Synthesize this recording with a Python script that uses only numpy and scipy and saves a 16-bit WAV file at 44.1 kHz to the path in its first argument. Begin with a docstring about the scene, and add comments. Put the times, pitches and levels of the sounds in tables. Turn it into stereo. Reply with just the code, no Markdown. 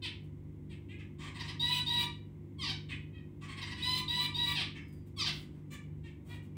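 """A small, hard-walled room with a steady mains hum, where zebra finches call in a wire cage.
Soft short notes and harsh falling chirps surround two song phrases, each a raspy run-up and then long
nasal calls: pulses and puffs of air from the syrinx, shaped by throat and beak. Feathers rustle now and
then, and a faint whistle passes late on. The birds arrive mostly by way of the walls.
A mild noise suppressor turns the hum down in the pauses."""
import sys
import numpy as np
from scipy import signal
from scipy.fft import rfft, irfft, next_fast_len
from scipy.io import wavfile
from scipy.ndimage import uniform_filter1d

SR = 44100
rng = np.random.default_rng(int(sys.argv[2]) if len(sys.argv) > 2 else 0)


def bounce(signal):
    """Save signal as a 16-bit WAV file at the path given by the first command-line argument."""
    frames = np.transpose(np.atleast_2d(signal))
    limited = np.clip(frames, -1, 1)
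    pcm = np.round(limited * 32767).astype(np.int16)
    wavfile.write(sys.argv[1], SR, pcm)


N = 289734
BAND_LIMIT_HZ = 15800


def amp(db):
    """Decibels to linear gain."""
    return 10 ** (np.asarray(db) / 20)


def unit(x):
    """Scales to rms 1."""
    return x / np.sqrt(np.mean(x ** 2) + 1e-20)


def curve(points, hz):
    """Joins (freq_hz, value) points on a log-frequency axis."""
    freqs, values = np.transpose(points)
    return np.interp(np.log(hz + 1), np.log(freqs + 1), values)


def colour(x, gain_db):
    """Filters x by a function from Hz to dB."""
    size = next_fast_len(len(x) + 1024)
    return irfft(rfft(x, size) * amp(gain_db(np.fft.rfftfreq(size, 1 / SR))), size)[:len(x)]


def eq(x, points):
    """Filters x through (freq_hz, gain_db) points."""
    return colour(x, lambda f: curve(points, f))


def wander(size, rate_hz):
    """Smooth random drift below rate_hz, rms about 1."""
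    noise = rng.standard_normal(size + SR // 4)
    return unit(colour(noise, lambda f: -10 * np.log10(1 + (f / rate_hz) ** 6)))[:size]


def fade(t, rise_s, fall_s):
    """Quarter-sine fade in and out."""
    fade_in = np.sin(np.pi / 2 * np.clip((t - t[0]) / rise_s, 0, 1))
    fade_out = np.sin(np.pi / 2 * np.clip((t[-1] - t) / fall_s, 0, 1))
    return fade_in * fade_out


def pan(sound, pan_db):
    """Stereo with the left side pan_db above the right."""
    return amp([[pan_db / 2], [-pan_db / 2]]) * sound


def place(mix, start_s, sound, pan_db):
    """Pans a sound and adds it to the mix at start_s."""
    part = mix[:, round(start_s * SR):][:, :len(sound)]
    part += pan(sound[:part.shape[1]], pan_db)


def noise_bed(spectrum, level_db):
    """Steady stereo noise, nearly centred in the bass and wide in the treble."""
    # likeness of left and right: freq_hz, coherence (0-1)
    likeness = [(25, 0.83), (70, 0.78), (150, 0.82), (300, 0.75), (600, 0.34), (1500, 0.21), (15000, .1)]
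    left, independent = rng.standard_normal((2, N))
    coherence = curve(likeness, np.fft.rfftfreq(N, 1 / SR))
    right = irfft(coherence * rfft(left) + np.sqrt(1 - coherence ** 2) * rfft(independent), N)
    return amp(level_db) * np.array([unit(eq(side, spectrum)) for side in (left, right)])


def mains_hum(mains_hz=50, gain_db=1.5, waver=.25, waver_hz=4):
    """Low tones of a mains-driven machine, each wavering a little."""
    # hum tones: multiple of mains_hz, level_db (before gain_db)
    partials = [(1.522, -57.5), (2, -51.5), (3, -49.5), (4, -60), (5, -63.5), (6, -62.5), (7, -62)]
    t = np.arange(N) / SR
    hum = np.zeros(N)
    for multiple, level_db in partials:
        phase = 2 * np.pi * (multiple * mains_hz * t + rng.random())
        drift = 1 + waver * (wander(N, waver_hz) + 1j * wander(N, waver_hz))
        hum += amp(level_db + gain_db) * np.sqrt(2) * (drift * np.exp(1j * phase)).real
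    return pan(hum, -.8)


def room_tone():
    """A low rumble under a faint hiss."""
    # spectra of the two beds: freq_hz, gain_db
    rumble_eq = [(20, -41), (35, -27.5), (50, -4.5), (78, -0.5), (105, -7.5), (125, -10.5), (160, -3),
                 (220, -8), (290, -5), (360, -14), (420, -17), (620, -31.5), (1000, -57)]
    hiss_eq = [(350, -23), (600, -14), (727, -3), (1010, 0), (1290, -11), (1540, -9.5), (1740, -11.5),
               (2110, -2.5), (2290, -9.5), (3650, -16.5), (4550, -28.5), (8420, -22), (9650, -64),
               (12000, -30.5), (15800, -35)]
    return noise_bed(rumble_eq, level_db=-49.5) + pan(noise_bed(hiss_eq, level_db=-73), -3.5)


def syrinx(hz, rough, jitter, jitter_hz=420):
    """The bird's voice source: slightly uneven pulses, with a puff of turbulent air in every cycle."""
    phase = 2 * np.pi * np.cumsum(hz * (1 + jitter * wander(len(hz), jitter_hz))) / SR
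    pulses = sum(np.cos(k * phase) for k in range(1, int(BAND_LIMIT_HZ / hz.min()) + 2))
    puffs = (1 + np.cos(phase)) * rng.standard_normal(len(hz))
    return (1 - rough) * unit(pulses) + rough * unit(puffs)


def short_note(length_s, first_hz, last_hz, level_db, beak_hz, beak_db, treble_db, rough, arch_oct=0):
    """A glide through windpipe and beak: a resonance, a dip an octave up, a peak at three times it."""
    # the throat before the beak resonance: freq_hz, gain_db
    throat_eq = [(450, -13.5), (750, -1.5), (1050, 8.5), (1400, -4), (1900, 8), (3800, 0), (5200, -1),
                 (6500, -11), (8600, -8.5), (10500, -23.5), (13000, -30), (15300, -24)]
    t = np.arange(0, length_s, 1 / SR)
    arch = 2 ** (arch_oct * (np.sin(np.pi * t / length_s) - 2 / np.pi))
    source = syrinx(np.geomspace(first_hz, last_hz, len(t)) * arch, rough, jitter=.06 * rough)
    beak_width_oct = .47 + .9 * rough  # harsh notes spread wider

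    def bell(f, multiple, width_oct):
        return np.exp(-(np.log2((f + 1) / (multiple * beak_hz)) / width_oct) ** 2)

    def tract_db(f):
        pipe_db = beak_db * bell(f, 1, beak_width_oct) - 7 * bell(f, 2, .25) + 5 * bell(f, 3, .12)
        shelf_db = curve([(5200, 0), (6400, treble_db)], f)
        return curve(throat_eq, f) + pipe_db + shelf_db

    envelope = fade(t, rise_s=min(.41 * length_s, .024), fall_s=.0017)
    return amp(level_db) * unit(colour(source, tract_db)) * envelope


def soft_calls(mix):
    """Low, slightly hoarse contact notes, each a glide with an arch laid over it."""
    # start_s, length_s, first_hz, last_hz, level_db, beak_hz, beak_db, treble_db, roughness (0-1)
    calls = [ (0.018, .047, 540.7, 437, -36, 3320, 18, 5, .2),
             (0.691, 0.042, 498, 423, -54, 2810, 12, 3.5, 0.17),
             (0.883, 0.051, 383, 426, -49.5, 2540, 23, 3.5, 0.22),
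             (.982, 0.029, 453, 396, -50.5, 2320, 10.5, -3, 0.17),
             (2.885, .043, 629.4, 485.5, -40, 2650, 17, 3.5, 0.5),
             (3.124, 0.069, 647, 624, -58.5, 2530, 14, -27, 0.25),
             (3.762, 0.094, 485, 502.4, -42.5, 3260, 12, 3, 0.31),
             (4.745, .036, 455.5, 430, -45.5, 2170, 12.5, -1.5, 0.39),
             (5.701, .048, 586.5, 578.7, -47, 2340, 9, 8, 0.31),
             (6.032, 0.048, 473, 439.6, -54.5, 2420, 8, -2, 0.26),
             (6.282, 0.066, 482.4, 474.7, -49.5, 2660, 10, -4, 0.2),
             (6.55, 0.038, 563, 573, -55, 2270, 21, -4, 0.1)]
    for start_s, *shape in calls:
        place(mix, start_s, short_note(*shape, arch_oct=.064), pan_db=-5)


def rustles(mix, ticks_per_s=1500):
    """Feathers and feet on the wires: clumps of tiny ticks."""
    # movements: start_s, length_s, level_db, tilt_db_per_octave
    moves = [(0.234, 0.016, -67, 1.5), (4.876, 0.013, -63.5, 3), (4.918, 0.023, -62, 3),
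             (4.954, 0.037, -72, 3), (5.058, 0.032, -67, 3), (5.295, 0.16, -59, 2),
             (5.501, 0.13, -67.5, -1.5), (5.708, 0.045, -55, 4), (6.164, 0.0068, -65, -6),
             (6.244, 0.14, -59, 0.5), (6.42, 0.042, -66.5, 2)]
    tick_eq = [(200, 6), (700, 6), (2500, -2), (5500, -11.5), (8500, -6.5), (12000, -14.5), (15000, -9.5)]
    for start_s, length_s, level_db, tilt_db in moves:
        t = np.arange(0, length_s, 1 / SR)
        ticks = rng.standard_normal(len(t)) * (rng.random(len(t)) < ticks_per_s / SR)
        ticks = colour(ticks, lambda f: curve(tick_eq, f) + tilt_db * np.log2(f + 1))
        envelope = fade(t, rise_s=length_s / 3, fall_s=length_s / 2)
        place(mix, start_s, amp(level_db) * unit(ticks) * envelope, pan_db=-5)


def run_ups(mix, soft_db=-47, loud_db=-37.5):
    """Raspy notes before the long calls: with more effort they fall further, open the beak and clear."""
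    # run-up notes: start_s, length_s, pitch_hz, level_db
    notes = [ (1.182, 0.079, 1218, -46.5), (1.255, 0.035, 1115, -46), (1.34, 0.034, 1043, -44),
             (1.388, 0.03, 1059, -37.5), (1.436, 0.032, 1019, -46.5), (1.473, 0.028, 1067, -39),
             (3.407, 0.0513, 1185, -48.5), (3.473, .054, 1145, -44.5), (3.561, 0.0367, 1180, -42),
             (3.612, 0.024, 1052, -36), (3.645, 0.05, 1054, -45), (3.699, 0.028, 1069, -39)]
    # softest and loudest voicing: fall_octaves, beak_hz, beak_db, treble_db, roughness (0-1)
    voicings = [(0.102, 2270, 2.5, -0.5, 0.69), (.22, 3910, 9, 0, 0.48)]
    soft, loud = np.array(voicings)
    for start_s, length_s, hz, level_db in notes:
        effort = np.clip((level_db - soft_db) / (loud_db - soft_db), 0, 1)
        fall_oct, *timbre = soft + effort * (loud - soft)
        place(mix, start_s, short_note(length_s, hz, hz / 2 ** fall_oct, level_db, *timbre), pan_db=-1)


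def nasal_voice(t, progress, hz):
    """A long call's upper voice: a clean harmonic stack through a wide-open beak, over a growing rasp."""
    # the open throat, and its turbulent air: freq_hz, gain_db
    throat_eq = [(600, -19.5), (970, -8), (1400, -34), (1950, -13), (2900, -11), (3900, 0), (4900, -15.5),
                 (5600, -23.5), (6800, -28), (8900, -22.5), (11000, -32), (13300, -39.5), (15300, -25.5)]
    rasp_eq = [(700, -16.5), (1700, -13), (2600, 0), (3700, 4.5), (4700, -4.5), (6200, -19.5), (9000, -21),
               (15000, -34)]
    stack = syrinx(hz, rough=.07, jitter=.004, jitter_hz=300)
    flutter_db = 2.2 * progress * wander(len(t), 110)  # the air stream flutters more and more
    stack = unit(eq(stack * amp(flutter_db), throat_eq))
    lows = eq(stack, [(2900, 0), (3400, -40)])
    beak_ring = eq(stack, [(3100, -40), (3400, 0), (4300, 0), (4600, -40)])
    stack += lows * (amp(-18 * np.exp(-t / .016)) - 1)  # low partials swell in after the beak speaks
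    stack += beak_ring * (amp(-3 * progress ** 2) - 1)  # the ringing fourth partial weakens late
    rasp = unit(eq(syrinx(hz, rough=1, jitter=0), rasp_eq))
    return stack + rasp * amp(-15 + 6 * progress)


def long_call(length_s, held_hz, level_db, treble_db, second_hz, join_share, second_db):
    """A nasal voice scoops up, holds and sags at the end; partway, a lower, harsher one joins it."""
    # the throat as the second voice passes it: freq_hz, gain_db
    second_eq = [(650, -48), (1170, -7), (1700, -12.5), (2350, 2.5), (3500, 0), (4400, -10), (6000, -27.5),
                 (8900, -16), (12500, -26), (15200, -11.5)]
    scoop_oct, creep_oct_per_s, sag_oct, waver_oct = .09, .15, .045, .006
    scoop_s, sag_s, swell_s = .016, .022, .035
    t = np.arange(0, length_s, 1 / SR)
    progress = t / length_s
    sag = np.exp((t - length_s) / sag_s)
    bend_oct = creep_oct_per_s * (t - length_s / 2) - scoop_oct * np.exp(-t / scoop_s) - sag_oct * sag
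    first = nasal_voice(t, progress, held_hz * 2 ** (bend_oct + waver_oct * wander(len(t), 35)))
    second = unit(eq(syrinx(np.full(len(t), second_hz), rough=.25, jitter=.02), second_eq))
    blend = amp(second_db) * np.clip((t - join_share * length_s) / swell_s + .5, 0, 1)
    voice = (first + blend * second) / np.sqrt(1 + blend ** 2)
    # harder pressure snaps the syrinx shut faster and lifts the treble
    treble = eq(voice, [(4800, -40), (5800, 0)])
    voice += treble * (amp(treble_db - 4 + 8 * progress) - 1)
    return voice * amp(level_db - 1.5 * sag) * fade(t, rise_s=.007, fall_s=.015)


def song_calls():
    """The long calls of both phrases; the walls favour one side for each partial."""
    # start_s, length_s, pitch_hz, level_db, treble_db, second_voice_hz,
    # join_share (0-1 of the call), second_voice_db (against the first), pan_db
    calls = [ (1.594, 0.2, 982.7, -29.5, -3, 502, 0.54, -6.5, -1.5),
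             (1.861, 0.18, 967.6, -30, -3, 587.5, 0.67, -4, -2.5),
             (3.822, .18, 1012, -30.5, -1.5, 598, 0.8, -6.5, 0),
             (4.077, .18, 986, -30, -3.5, 586, 0.66, -3.5, -2),
             (4.342, .19, 972.4, -31, -3.5, 579.5, 0.64, -1.5, -1)]
    # the walls' stereo lean: freq_hz, pan_db
    lean = [(970, 4), (1950, -4), (2900, -.5), (3900, -1), (4900, 1), (9000, 1), (15000, -4)]
    song = np.zeros((2, N))
    for start_s, *shape, pan_db in calls:
        place(song, start_s, long_call(*shape), pan_db)
    left = colour(song[0], lambda f: curve(lean, f) / 2)
    right = colour(song[1], lambda f: -curve(lean, f) / 2)
    return np.array([left, right])


def chirps(mix, beak_db=14, rough=.18):
    """Quick strings of harsh, steep downward sweeps with the beak wide open."""
    # sweeps: start_s, length_s, pitch_hz, fall_octaves_per_s, level_db, beak_hz, treble_db
    sweeps = [ (2.581, 0.083, 1129, 4, -41, 3160, 5.5), (2.61, 0.037, 1293, 6.8, -35.5, 4600, -1.5),
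              (2.632, 0.057, 1122, 7.9, -38.5, 4830, -29), (2.67, 0.043, 829, 4, -35, 3860, 3.5),
              (4.542, 0.038, 1017, 10.6, -31.5, 3500, 1), (4.576, 0.043, 893, 16.7, -32, 3420, 2.5),
              (5.161, 0.057, 1172, 4.8, -40, 3500, 11), (5.183, 0.039, 1373, 7.8, -31, 4830, -3),
              (5.226, 0.045, 1087, 12.5, -34, 4300, -1), (5.257, 0.032, 846, 12.6, -30.5, 3800, 4.5)]
    for start_s, length_s, hz, fall_rate, level_db, beak_hz, treble_db in sweeps:
        last_hz = hz / 2 ** (fall_rate * length_s)
        chirp = short_note(length_s, hz, last_hz, level_db, beak_hz, beak_db, treble_db, rough)
        place(mix, start_s, chirp, pan_db=-3.2)


def whistle(mix, slip_share=.48, slip_s=.055, sink_hz_per_s=600):
    """One thin, nearly pure tone that sinks steadily, slips down a step midway and fades."""
    # the tone and its step: start_s, length_s, upper_hz, lower_hz, level_db
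    gesture = (4.76, .32, 5120, 4820, -75.5)
    start_s, length_s, upper_hz, lower_hz, level_db = gesture
    t = np.arange(0, length_s, 1 / SR)
    slip = (1 - np.tanh((t - slip_share * length_s) / slip_s)) / 2
    hz = lower_hz + (upper_hz - lower_hz) * slip - sink_hz_per_s * (t - length_s / 2)
    hz *= 1 + .005 * wander(len(t), 150)
    tone = np.sin(2 * np.pi * np.cumsum(hz) / SR)
    place(mix, start_s, amp(level_db) * tone * fade(t, rise_s=.1, fall_s=.17), pan_db=-3)


def room(x, direct_db=-6.5, walls_db=-2, build_up_s=.0016, left_lag_s=.00024):
    """Weak direct sound, reaching the right side first, and dense reflections from close walls."""
    # reverb time: freq_hz, t60_s
    decay = [(300, 0.17), (1000, 0.34), (2300, 0.37), (4000, 0.3), (8000, 0.27), (15000, 0.12)]
    step = SR // 4000  # one reflection falls at random in each step
    slots = np.arange(0, SR * 3 // 4, step)
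    arrivals = slots + rng.integers(0, step, (2, len(slots)))
    taps = np.zeros((2, SR))
    np.put_along_axis(taps, arrivals, rng.choice([-1., 1.], arrivals.shape), 1)
    hz, t, bands = signal.stft(taps, SR, nperseg=256)
    bands *= amp(-60 * t / curve(decay, hz)[:, None])
    tail = signal.istft(bands * (1 - np.exp(-t / build_up_s)), SR)[1]
    response = amp(walls_db) * tail / np.linalg.norm(tail, axis=1, keepdims=True)
    response[0, round(left_lag_s * SR)] += amp(direct_db)
    response[1, 0] += amp(direct_db)
    return signal.fftconvolve(x, response, axes=1)[:, :N]


def noise_suppressor(x, depth_db=-3, shut_db=-62, open_db=-35, smooth_s=.04):
    """Turns the bass down a little while the range above it is quiet."""
    bass = np.array([eq(side, [(450, 0), (700, -60)]) for side in x])
    upper_power = uniform_filter1d(((x - bass) ** 2).mean(0), round(smooth_s * SR))
    upper_db = 10 * np.log10(abs(upper_power) + 1e-12)
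    quiet = np.clip((open_db - upper_db) / (open_db - shut_db), 0, 1)
    return x + bass * (amp(depth_db * quiet) - 1)


def scene():
    """The birds in their room and one dry whistle, over hum, rumble and hiss."""
    birds = song_calls()
    soft_calls(birds)
    run_ups(birds)
    chirps(birds)
    rustles(birds)
    mix = room(birds)
    whistle(mix)
    return mix + mains_hum() + room_tone()


def record(dry, port_db=4, port_hz=15200, port_width_hz=900):
    """The microphone port rings at the very top; a noise suppressor and a band limit follow."""
    def ring_db(f):
        return port_db * np.exp(-((f - port_hz) / port_width_hz) ** 2)

    heard = np.array([colour(side, ring_db) for side in dry])
    lowpass = signal.firwin(1023, BAND_LIMIT_HZ, window=("kaiser", 9), fs=SR)
    return signal.oaconvolve(noise_suppressor(heard), lowpass[None], "same")


dry = scene()
out = record(dry)
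bounce(out)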